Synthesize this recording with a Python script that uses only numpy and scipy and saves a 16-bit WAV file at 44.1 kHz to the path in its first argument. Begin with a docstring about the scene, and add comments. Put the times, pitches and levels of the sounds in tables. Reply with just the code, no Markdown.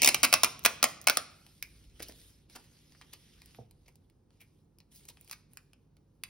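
"""Sticky tape is pulled off its roll above a table: for just over a second, stick-slip friction frees it
in short ripping jerks. The strip comes unstuck from a finger and rings, then the roll drops on a paper
sheet and bounces. Paper, sleeves and scissors rustle and click, with one soft knock on the table, and near
the end the strip is plucked twice more. All the while a quiet furnished room rumbles and hums, heard by
a nearby phone whose two microphone ports receive the treble at different delays."""
import sys
import numpy as np
from scipy import signal
from scipy.fft import rfft, irfft, next_fast_len
from scipy.io import wavfile
from scipy.ndimage import uniform_filter1d, map_coordinates

SR = 44100
rng = np.random.default_rng(int(sys.argv[2]) if len(sys.argv) > 2 else 0)


def to_wav(sig):
    """Store sig (one row per channel, or 1-D mono) as 16-bit WAV at the path in sys.argv[1].

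    Samples outside -1..1 are clipped; the rate is SR.
    """
    pcm = np.clip(np.atleast_2d(sig), -1, 1) * 32767
    pcm = np.round(pcm).astype(np.int16)
    wavfile.write(sys.argv[1], SR, pcm.T)  # frames by channels


N = 277389
SPAN = N + SR  # samples, with a margin at both ends
EARLY_S, PAD = 0.2, 256  # margin before time zero; samples left ahead of each event for its filters
MS = np.arange(4096) / SR * 1000  # time within one event


def amp(db):
    """Amplitude ratio of a level in decibels."""
    return 10 ** (np.asarray(db) / 20)


def unit(x):
    """Normalisation to an rms of 1."""
    return x / np.sqrt(np.mean(x ** 2) + 1e-20)


def along(points, hz):
    """Interpolation of (freq_hz, value) points on a logarithmic axis."""
    freqs, values = np.transpose(points)
    return np.interp(np.log(hz + 1), np.log(freqs + 1), values)


def curves(rows):
    """Linear envelopes, one for each column after the time."""
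    times, *columns = np.transpose(rows)
    return [np.interp(np.arange(N) / SR, times, column) for column in columns]


def wobble(rate_hz):
    """Random modulation: a spline through Gaussian knots."""
    knots = rng.standard_normal(int(N * rate_hz / SR) + 4)
    return map_coordinates(knots, [np.arange(N) * rate_hz / SR])


def filtered(x, response):
    """Linear filtering: the spectrum times a frequency response."""
    size = next_fast_len(N + SR // 2)
    return irfft(rfft(x, size) * response(np.fft.rfftfreq(size, 1 / SR)), size)[..., :N]


def resonances(modes):
    """Superposed resonators (pitch_hz, width_hz, gain_db) of alternating sign."""
    return lambda f: sum((-1) ** k * amp(db) * 1j * f * width / (hz * hz - f * f + 1j * f * width)
                         for k, (hz, width, db) in enumerate(modes))


def colour(points):
    """Zero-phase response through (freq_hz, gain_db) points."""
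    return lambda f: amp(along(points, f))


# Likeness of the two ports in diffuse sound: freq_hz, coherence
DIFFUSE_FIELD = [(60, 0.98), (250, .9), (700, 0.12), (2000, 0.94), (3200, 0.39), (7000, 1), (9000, 1),
                 (10500, 1), (12000, 1), (13600, 0.96), (16000, .7)]

def stereo(pair, coherence=DIFFUSE_FIELD):
    """Partial coherence: two independent signals mix as mid and side into left and right."""
    angle = lambda hz: np.arccos(np.clip(along(coherence, hz), -1, 1)) / 2
    mid, side = filtered(pair, lambda hz: np.array([np.cos(angle(hz)), np.sin(angle(hz))]))
    return np.array([mid + side, mid - side])


# Low room noise, raised at first by the lingering low echo of the tape rips: time_s, rumble_db, low_db
ROOM_LEVELS = [(0.0, -64.5, -56), (0.47, -67, -57.5), (0.89, -80, -60), (1.55, -78.5, -68),
               (1.85, -62.5, -66), (2.4, -74, -67), (3.25, -73, -66.5), (3.4, -69.5, -66),
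               (4.0, -68.5, -67.5), (4.4, -79.5, -67), (6.29, -78.5, -67.5)]
# Spectra of deep rumble, low room noise and microphone hiss: freq_hz, gain_db
RUMBLE_SPECTRUM = [(12, -56.5), (20, -28), (25, -12), (38, -4), (70, -4), (90, -0.5), (120, -30),
                   (200, -120)]
LOW_SPECTRUM = [(41, -30.5), (70, -5.5), (123, -3.5), (155, -4.5), (178, -6.5), (371, -13.5), (559, -21),
                (588, -32.5), (898, -32.5), (1500, -41.5), (1950, -77.5), (3300, -120)]
HISS_SPECTRUM = [(800, 9), (2000, -6.5), (6000, -8), (12000, -14), (16000, -15.5), (16500, -52.5)]
# A distant appliance: pitch_hz, level_db
HUM_PARTIALS = [(48.4, -72), (96.9, -72), (150.7, -72)]
# Swells of a low drone: time_s, level_db
DRONE_LEVELS = [(1.45, -82.5), (1.7, -61.5), (2.05, -55.5), (2.2, -66), (2.55, -70.5), (3.2, -85),
                (3.4, -58.5), (3.55, -70.5), (3.9, -81)]

def room_noise():
    """Diffuse field: coloured noise with a hum and a drone that drift in amplitude and phase."""
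    t = np.arange(N) / SR
    rumble_db, low_db = curves(ROOM_LEVELS)
    noise = lambda spectrum: unit(filtered(rng.standard_normal((2, N)), colour(spectrum)))
    rumble = amp(rumble_db + 1.2 * wobble(3.9)) * noise(RUMBLE_SPECTRUM)
    low_noise = amp(low_db + 0.98 * wobble(19)) * noise(LOW_SPECTRUM)
    hum = sum(amp(db + 1.8 * wobble(1.9)) * np.sin(2 * np.pi * hz * t + 1.3 * wobble(1.6))
              for hz, db in HUM_PARTIALS)
    drone_db = curves(DRONE_LEVELS)[0] + 0.8 * wobble(5)
    drone = amp(drone_db) * np.sin(2 * np.pi * 58 * t + 1.5 * wobble(3.8))
    hiss = amp(-81) * noise(HISS_SPECTRUM)
    return stereo(rumble + low_noise + hiss) + hum + drone


# Decay of reflections from the table top and close things, and from the walls: freq_hz, t60_s
NEAR_DECAY = [(200, 0.23), (1500, 0.15), (5000, 0.08), (14000, 0.021)]
WALL_DECAY = [(200, 0.94), (1000, 0.62), (4000, 0.56), (14000, 0.22)]

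def reflections(x, decay, delay_ms, hop_s=0.041):
    """Reverberation: each band decays exponentially; moving hands give every hop its own echo pattern."""
    out = np.zeros((2, SPAN + SR))
    hop, delay = round(hop_s * SR), round(delay_ms * SR / 1000)
    for start in range(0, SPAN, hop):
        part = x[start:start + hop]
        if np.abs(part).max() < 1e-5:
            continue
        hz, t, bands = signal.stft(rng.standard_normal((2, SR // 2)), SR, nperseg=256)
        tail = signal.istft(bands * amp(-60 * t / along(decay, hz)[:, None]), SR, nperseg=256)[1]
        wet = signal.fftconvolve(part[None], unit(tail) / np.sqrt(tail.shape[1]), axes=1)
        out[:, start + delay:][:, :wet.shape[1]] += wet
    return out[:, :SPAN]


# Paper and sleeves sliding: time_s, dull_db, bright_db
RUSTLE_LEVELS = [(1.3, -74.5, -69.5), (1.94, -71.5, -75.5), (2.04, -58.5, -61), (2.29, -68.5, -64.5),
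                 (2.485, -80.5, -91.5), (2.5, -65, -67.5), (2.7, -71, -73), (3.55, -68, -73),
                 (3.68, -83, -87), (3.9, -81, -82), (4.29, -101, -96.5), (4.32, -82, -87),
                 (4.59, -82, -78.5), (4.7, -98, -91.5), (4.9, -94, -91), (4.92, -70, -64),
                 (5.16, -75.5, -73), (5.32, -67.5, -67), (5.48, -90, -94.5), (5.52, -81, -76),
                 (5.9, -97, -98), (6.29, -93, -90)]
# Their dull rub and bright hiss: freq_hz, gain_db
DULL_SPECTRUM = [(300, 9.5), (800, -5), (1500, -0.5), (3000, 4.5), (5500, 3), (9000, -24.5), (16000, -27)]
BRIGHT_SPECTRUM = [(1500, -41), (3000, -7), (6000, -2), (9000, 5), (12000, 2.5), (15700, -3), (16200, -45)]

def rustle(ticks_per_s=40, tick_db=13):
    """Sliding friction: fibres make clumps of noise in shifting patches of colour, with sparse ticks."""
    dull_db, bright_db = curves(RUSTLE_LEVELS)
    moving = np.arange(N) > RUSTLE_LEVELS[0][0] * SR
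    bands = signal.stft(rng.standard_normal((2, N)), nperseg=256)[2]
    patches = uniform_filter1d(rng.standard_normal(bands.shape[1:]), size=4, axis=0)  # across frequency
    patches = uniform_filter1d(patches, size=14, axis=1)  # across time
    patchy = signal.istft(bands * amp(2.6 * unit(patches)), nperseg=256)[1][:, :N]
    ticks = (rng.random(N) < ticks_per_s / SR) * amp(tick_db + 3.9 * rng.standard_normal(N))
    clumps = amp(1.33 * wobble(5) + 0.86 * wobble(10) + 0.91 * wobble(170))
    grains = patchy * (clumps + ticks)
    dull = amp(dull_db) * unit(filtered(grains, colour(DULL_SPECTRUM)))
    bright = amp(bright_db) * unit(filtered(grains, colour(BRIGHT_SPECTRUM)))
    return stereo(moving * (dull + bright))


# A soft knock on the table; the roll landing on the sheet and bouncing: start_s, level_db
TABLE_KNOCKS = [(3.587, -35)]
ROLL_LANDINGS = [(2.003, -39.5), (2.094, -45)]
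# Modes of the table and of the roll's core: pitch_hz, gain_db, t60_s
TABLE_MODES = [(115.6, -8, 0.19), (247.2, -3.5, 0.038), (470.6, 2, 0.028), (709, 6.5, 0.017)]
CORE_MODES = [(326, 8.5, 0.018), (458, 5, 0.023), (566, 8.5, 0.013)]

def thuds(strikes, modes, attack_s):
    """Free vibration: a soft impact excites modes that ring as damped sinusoids."""
    out, t = np.zeros(SPAN), np.arange(SR // 4) / SR
    tone = sum(amp(db - 60 * t / t60) * np.sin(2 * np.pi * hz * t) for hz, db, t60 in modes)
    onset = 1 - np.exp(-t / attack_s)
    for start_s, db in strikes:
        out[round((start_s + EARLY_S) * SR) + PAD:][:len(t)] += amp(db) * tone * onset
    return out


def add_volley(out, start_s, envelope, paths, spread_db=3.5):
    """Source and filter: tiny fractures of uneven size sound through each (level_db, response) path."""
    cracks = rng.standard_normal((2, len(MS)))  # two rows, as the contact is a line
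    cracks *= amp(spread_db * rng.standard_normal(len(MS)))
    force = rfft(np.roll(envelope * cracks, PAD, axis=1))
    hz = np.fft.rfftfreq(len(MS), 1 / SR)
    for db, response in paths:
        sound = irfft(force * response(hz), len(MS))
        gain = amp(db) * np.linalg.norm(envelope) / np.linalg.norm(sound, axis=1, keepdims=True)
        out[:, round((start_s + EARLY_S) * SR):][:, :len(MS)] += gain * sound


def snap(length_ms, rise_ms, sag, fade_ms, overshoot=0):
    """Transient envelope: a sudden rise with optional overshoot, a sagging hold, an exponential end."""
    rise = 1 - np.exp(-MS / rise_ms)
    hold = np.exp(-sag * np.minimum(MS / length_ms, 1))
    fade = np.exp(-np.maximum(MS - length_ms, 0) / fade_ms)
    return rise * hold * fade * (1 + overshoot * np.exp(-MS / 0.7))


# A hard contact: freq_hz, gain_db
CLICK_SPECTRUM = [(500, -26.5), (1000, -6), (1600, -9.5), (2500, -1), (3600, -2), (5000, 3.5), (7000, 0.5),
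                  (15700, 0), (17000, -35.5)]

def tilted(db_per_octave):
    """Spectral tilt: a broadband click made brighter or duller about 5 kHz."""
    return lambda f: amp(along(CLICK_SPECTRUM, f) + db_per_octave * np.log2(np.clip(f, 1800, 14000) / 5000))


# Short rubs: start_s, level_db, tilt_db_per_octave, knock_gain_db, length_ms, body_hz, body_gain_db
RUBS = [(1.99, -51.5, -5, -16, 31, 2030, -3), (2.016, -45, -3, -37, 32, 3640, -9),
        (2.078, -50, 6, -16, 24, 5100, -5), (2.09, -54.5, 3, -10, 20, 1900, -2.5),
        (2.545, -50.5, -3.5, -4.5, 41.6, 1523, -9), (3.011, -60, -10, -18, 25, 3060, -4),
        (3.122, -53, -6, -12.5, 36, 4510, -8), (3.855, -66.5, -7, -4.5, 23, 5050, -7),
        (3.873, -62.5, -1, -4.5, 32.5, 2175, -4), (4.395, -60, 8.5, -26, 51.3, 2290, 1),
        (4.93, -56, 10, -28, 83, 5000, -9), (5.08, -48, 0.2, -20.5, 23.4, 7000, -6),
        (5.095, -53, 4, -5.5, 13.3, 3880, -3), (5.315, -47, 5, -31, 27, 2490, -6)]
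# The roll in the hand: pitch_hz, width_hz, gain_db
ROLL_MODES = [(239.6, 53, -3), (440, 500, -3), (719, 280, -0.5), (952.2, 51, 1.5)]

def scuffs(peak_share=0.35, fade_share=0.25):
    """Frictional excitation: a rub swells and stutters, driving resonances of the rubbed body and roll."""
    out = np.zeros((2, SPAN))
    for start_s, db, tilt, knock_db, length_ms, body_hz, body_db in RUBS:
        progress = MS / length_ms
        swell = np.minimum(progress / peak_share, 1) ** 1.6
        fade = np.exp(-np.maximum(progress - peak_share, 0) / fade_share)
        stutter = amp(4 * unit(uniform_filter1d(rng.standard_normal(len(MS)), size=60)))  # grip and release
        body = resonances([(body_hz, 0.16 * body_hz, 0)])
        paths = (db, tilted(tilt)), (db + body_db, body), (db + knock_db, resonances(ROLL_MODES))
        add_volley(out, start_s, swell * fade * stutter, paths)
    return out


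# Contacts of tape, paper and scissors: start_s, level_db, tilt_db_per_octave
CONTACTS = [(1.4652, -45.5, -3.5), (2.0031, -38, -10), (2.0234, -34, 2.5), (2.029, -30, 6),
            (2.4985, -50, -3), (2.5598, -38, -1.5), (2.922, -49.5, -7), (2.9498, -52.5, -16.5),
            (3.0133, -41, -7.5), (3.1351, -36, 3), (3.4186, -43, -5), (3.459, -45, 4), (3.5475, -47, -9.5),
            (3.7103, -48, 1), (3.9561, -50.5, 4), (4.0991, -58, -3), (4.306, -60.5, -6.5),
            (4.415, -47, 5.5), (4.7857, -49, 2), (4.803, -48, -5), (4.914, -65, 2.2), (5.053, -45.5, 2),
            (5.089, -41.5, -1.5), (5.1715, -49, -11.5), (5.2112, -42.5, 11), (5.2465, -51.5, 7),
            (5.2768, -47, -1.3), (5.285, -49, 5), (5.297, -40.5, -3.5), (5.3122, -27.5, -1.3),
            (5.3313, -35, -6), (5.534, -45.5, 14), (5.7329, -48.5, -6.1), (5.968, -57, -4.5)]
# The strip comes unstuck from a finger: start_s, level_db, tilt_db_per_octave, ring_gain_db
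STRIP_PLUCKS = [(1.6258, -24, 3.5, -2), (5.5716, -34.5, -2, -5), (6.2363, -25, -1.5, -7)]
# The stretched strip near the peel line: pitch_hz, width_hz, gain_db
FILM_MODES = [(2477, 470, 8.5), (5700, 700, 8.5)]

def clicks(contact_ring_db=-15.5):
    """Impulsive excitation: a brief contact or pluck clicks, rings the strip and knocks the roll."""
    out = np.zeros((2, SPAN))
    envelope = snap(1.5, rise_ms=0.14, sag=1.2, fade_ms=0.99)
    for start_s, db, tilt, ring_db in [(*row, contact_ring_db) for row in CONTACTS] + STRIP_PLUCKS:
        knock_db = -62 + 0.4 * (db + 42)  # grows more slowly than the click
        paths = (db, tilted(tilt)), (db + ring_db, resonances(FILM_MODES)), (knock_db, resonances(ROLL_MODES))
        add_volley(out, start_s, envelope, paths)
    return out


# Ticks of the glue edge: start_s, level_db
GLUE_TICKS = [(0.593, -34), (.622, -51.5), (.632, -44.5), (0.639, -34.5), (1.0146, -34), (1.021, -44.5),
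              (1.029, -48), (1.042, -41)]

def glue_ticks():
    """Acoustic emission: the loaded glue edge ticks just before it lets go."""
    out = np.zeros((2, SPAN))
    envelope = snap(0.4, rise_ms=0.15, sag=0.3, fade_ms=0.6)
    for start_s, db in GLUE_TICKS:
        add_volley(out, start_s, envelope, [(db, tilted(4))])
    return out


# Slips of the peel front, the first heard only as its echo: start_s, level_db, length_ms
PEEL_SLIPS = [(-0.15, -5.5, 15), (0.019, -18, 5.5), (0.0307, -18, 2), (0.0337, -20, 5.7),
              (0.0459, -13, 4.2), (0.0594, -19, 7.6), (0.0745, -10.5, 3.1), (0.079, -17.5, 2.3),
              (0.0878, -15, 5.9), (0.1445, -17, 3.8), (0.2314, -15.5, 3.8), (0.2353, -17.5, 6.1),
              (0.2418, -17.5, 1.9), (0.2456, -16, 2.7), (0.2494, -18, 2.8), (0.3272, -16, 5),
              (0.3386, -10, 2.7), (0.4336, -12.5, 2.13), (0.4369, -15, 1.24), (0.4449, -16, 2.6),
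              (0.6498, -14.5, 1.8), (0.6529, -14.5, 2.17), (0.6598, -14, 4.4), (0.8279, -15, 2.9),
              (0.8408, -12, 2.1), (1.0707, -16, 1.7), (1.0735, -14.5, 3.3), (1.0845, -12.5, 0.53),
              (1.0977, -12, 1.23), (1.171, -16.5, 2.35)]
# Cracking glue: freq_hz, gain_db
CRACK_SPECTRUM = [(700, -44.5), (1500, -14), (2200, -3.5), (3500, -4.5), (7000, 0), (11000, -3),
                  (15700, -2.5), (17000, -29.5)]
# The free length of strip: pitch_hz, width_hz, gain_db
STRIP_MODES = [(1060, 620, -2), (1545, 400, 0.9)]

def tape_peel(sink_per_s=0.089, grow_s=0.12):
    """Stick-slip: each slip cracks the glue, rings the lengthening strip and jerks the roll and hand."""
    out = np.zeros((2, SPAN))
    hand = resonances([(140, 90, 0)])
    for start_s, db, length_ms in PEEL_SLIPS:
        # tension differs at each slip
        film = [(hz * (1 + 0.034 * rng.standard_normal()), width, gain) for hz, width, gain in FILM_MODES]
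        rip = lambda f: colour(CRACK_SPECTRUM)(f) * (1 + resonances(film)(f))
        # a longer strip rings lower and louder
        strip = resonances([(hz * (1 - sink_per_s * start_s), width, gain) for hz, width, gain in STRIP_MODES])
        strip_db = -7.5 - 20 * np.exp(-max(start_s, 0) / grow_s)
        paths = (db, rip), (db + strip_db, strip), (db - 18, resonances(ROLL_MODES)), (db - 30, hand)
        envelope = snap(length_ms, rise_ms=0.3, sag=0.9, fade_ms=1.2, overshoot=2.2)
        add_volley(out, start_s, envelope, paths, spread_db=4.5)
    return out


# Likeness of the two ports in direct sound: freq_hz, coherence
DIRECT_FIELD = [(60, 1), (1000, 1), (3200, .85), (8000, 0.98), (16000, .85)]

def scene():
    """Superposition of direct sound, near and far reflections, rustle and room noise."""
    direct = tape_peel() + glue_ticks() + clicks() + scuffs()
    direct += thuds(TABLE_KNOCKS, TABLE_MODES, attack_s=0.0037)
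    direct += thuds(ROLL_LANDINGS, CORE_MODES, attack_s=0.0018)
    wet = amp(-9) * reflections(direct[0], NEAR_DECAY, delay_ms=2.2)
    wet += amp(-17) * reflections(direct[0], WALL_DECAY, delay_ms=8)
    start = round(EARLY_S * SR) + PAD
    heard = slice(start, start + N)
    return stereo(direct[:, heard], DIRECT_FIELD) + stereo(wet[:, heard]) + rustle() + room_noise()


# Phase of the left port ahead of the right: freq_hz, lead_rad
PORT_PHASE = [(0, 0), (2600, .1), (4300, 1.2), (5000, .2), (7500, 3.14), (10300, 6.28), (13600, 9.42),
              (16600, 12.6)]
# Level of the left port over the right: freq_hz, difference_db
PORT_BALANCE = [(60, -0.47), (600, -3.5), (1500, 0.5), (2900, -1.5), (5000, 0), (16000, -0.5)]

def record(dry, ceiling=0.95, top_hz=17097):
    """Phase and level differences between the ports, then soft saturation and a band limit."""
    freqs, lead = np.transpose(PORT_PHASE)
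    side = np.array([[0.5], [-0.5]])
    ports = lambda hz: np.exp(1j * side * np.interp(hz, freqs, lead)) * amp(side * along(PORT_BALANCE, hz))
    heard = filtered(dry, ports)
    rounded = heard / (1 + np.abs(heard / ceiling) ** 6) ** (1 / 6)
    return filtered(rounded, lambda hz: hz < top_hz)


dry = scene()
out = record(dry)
to_wav(out)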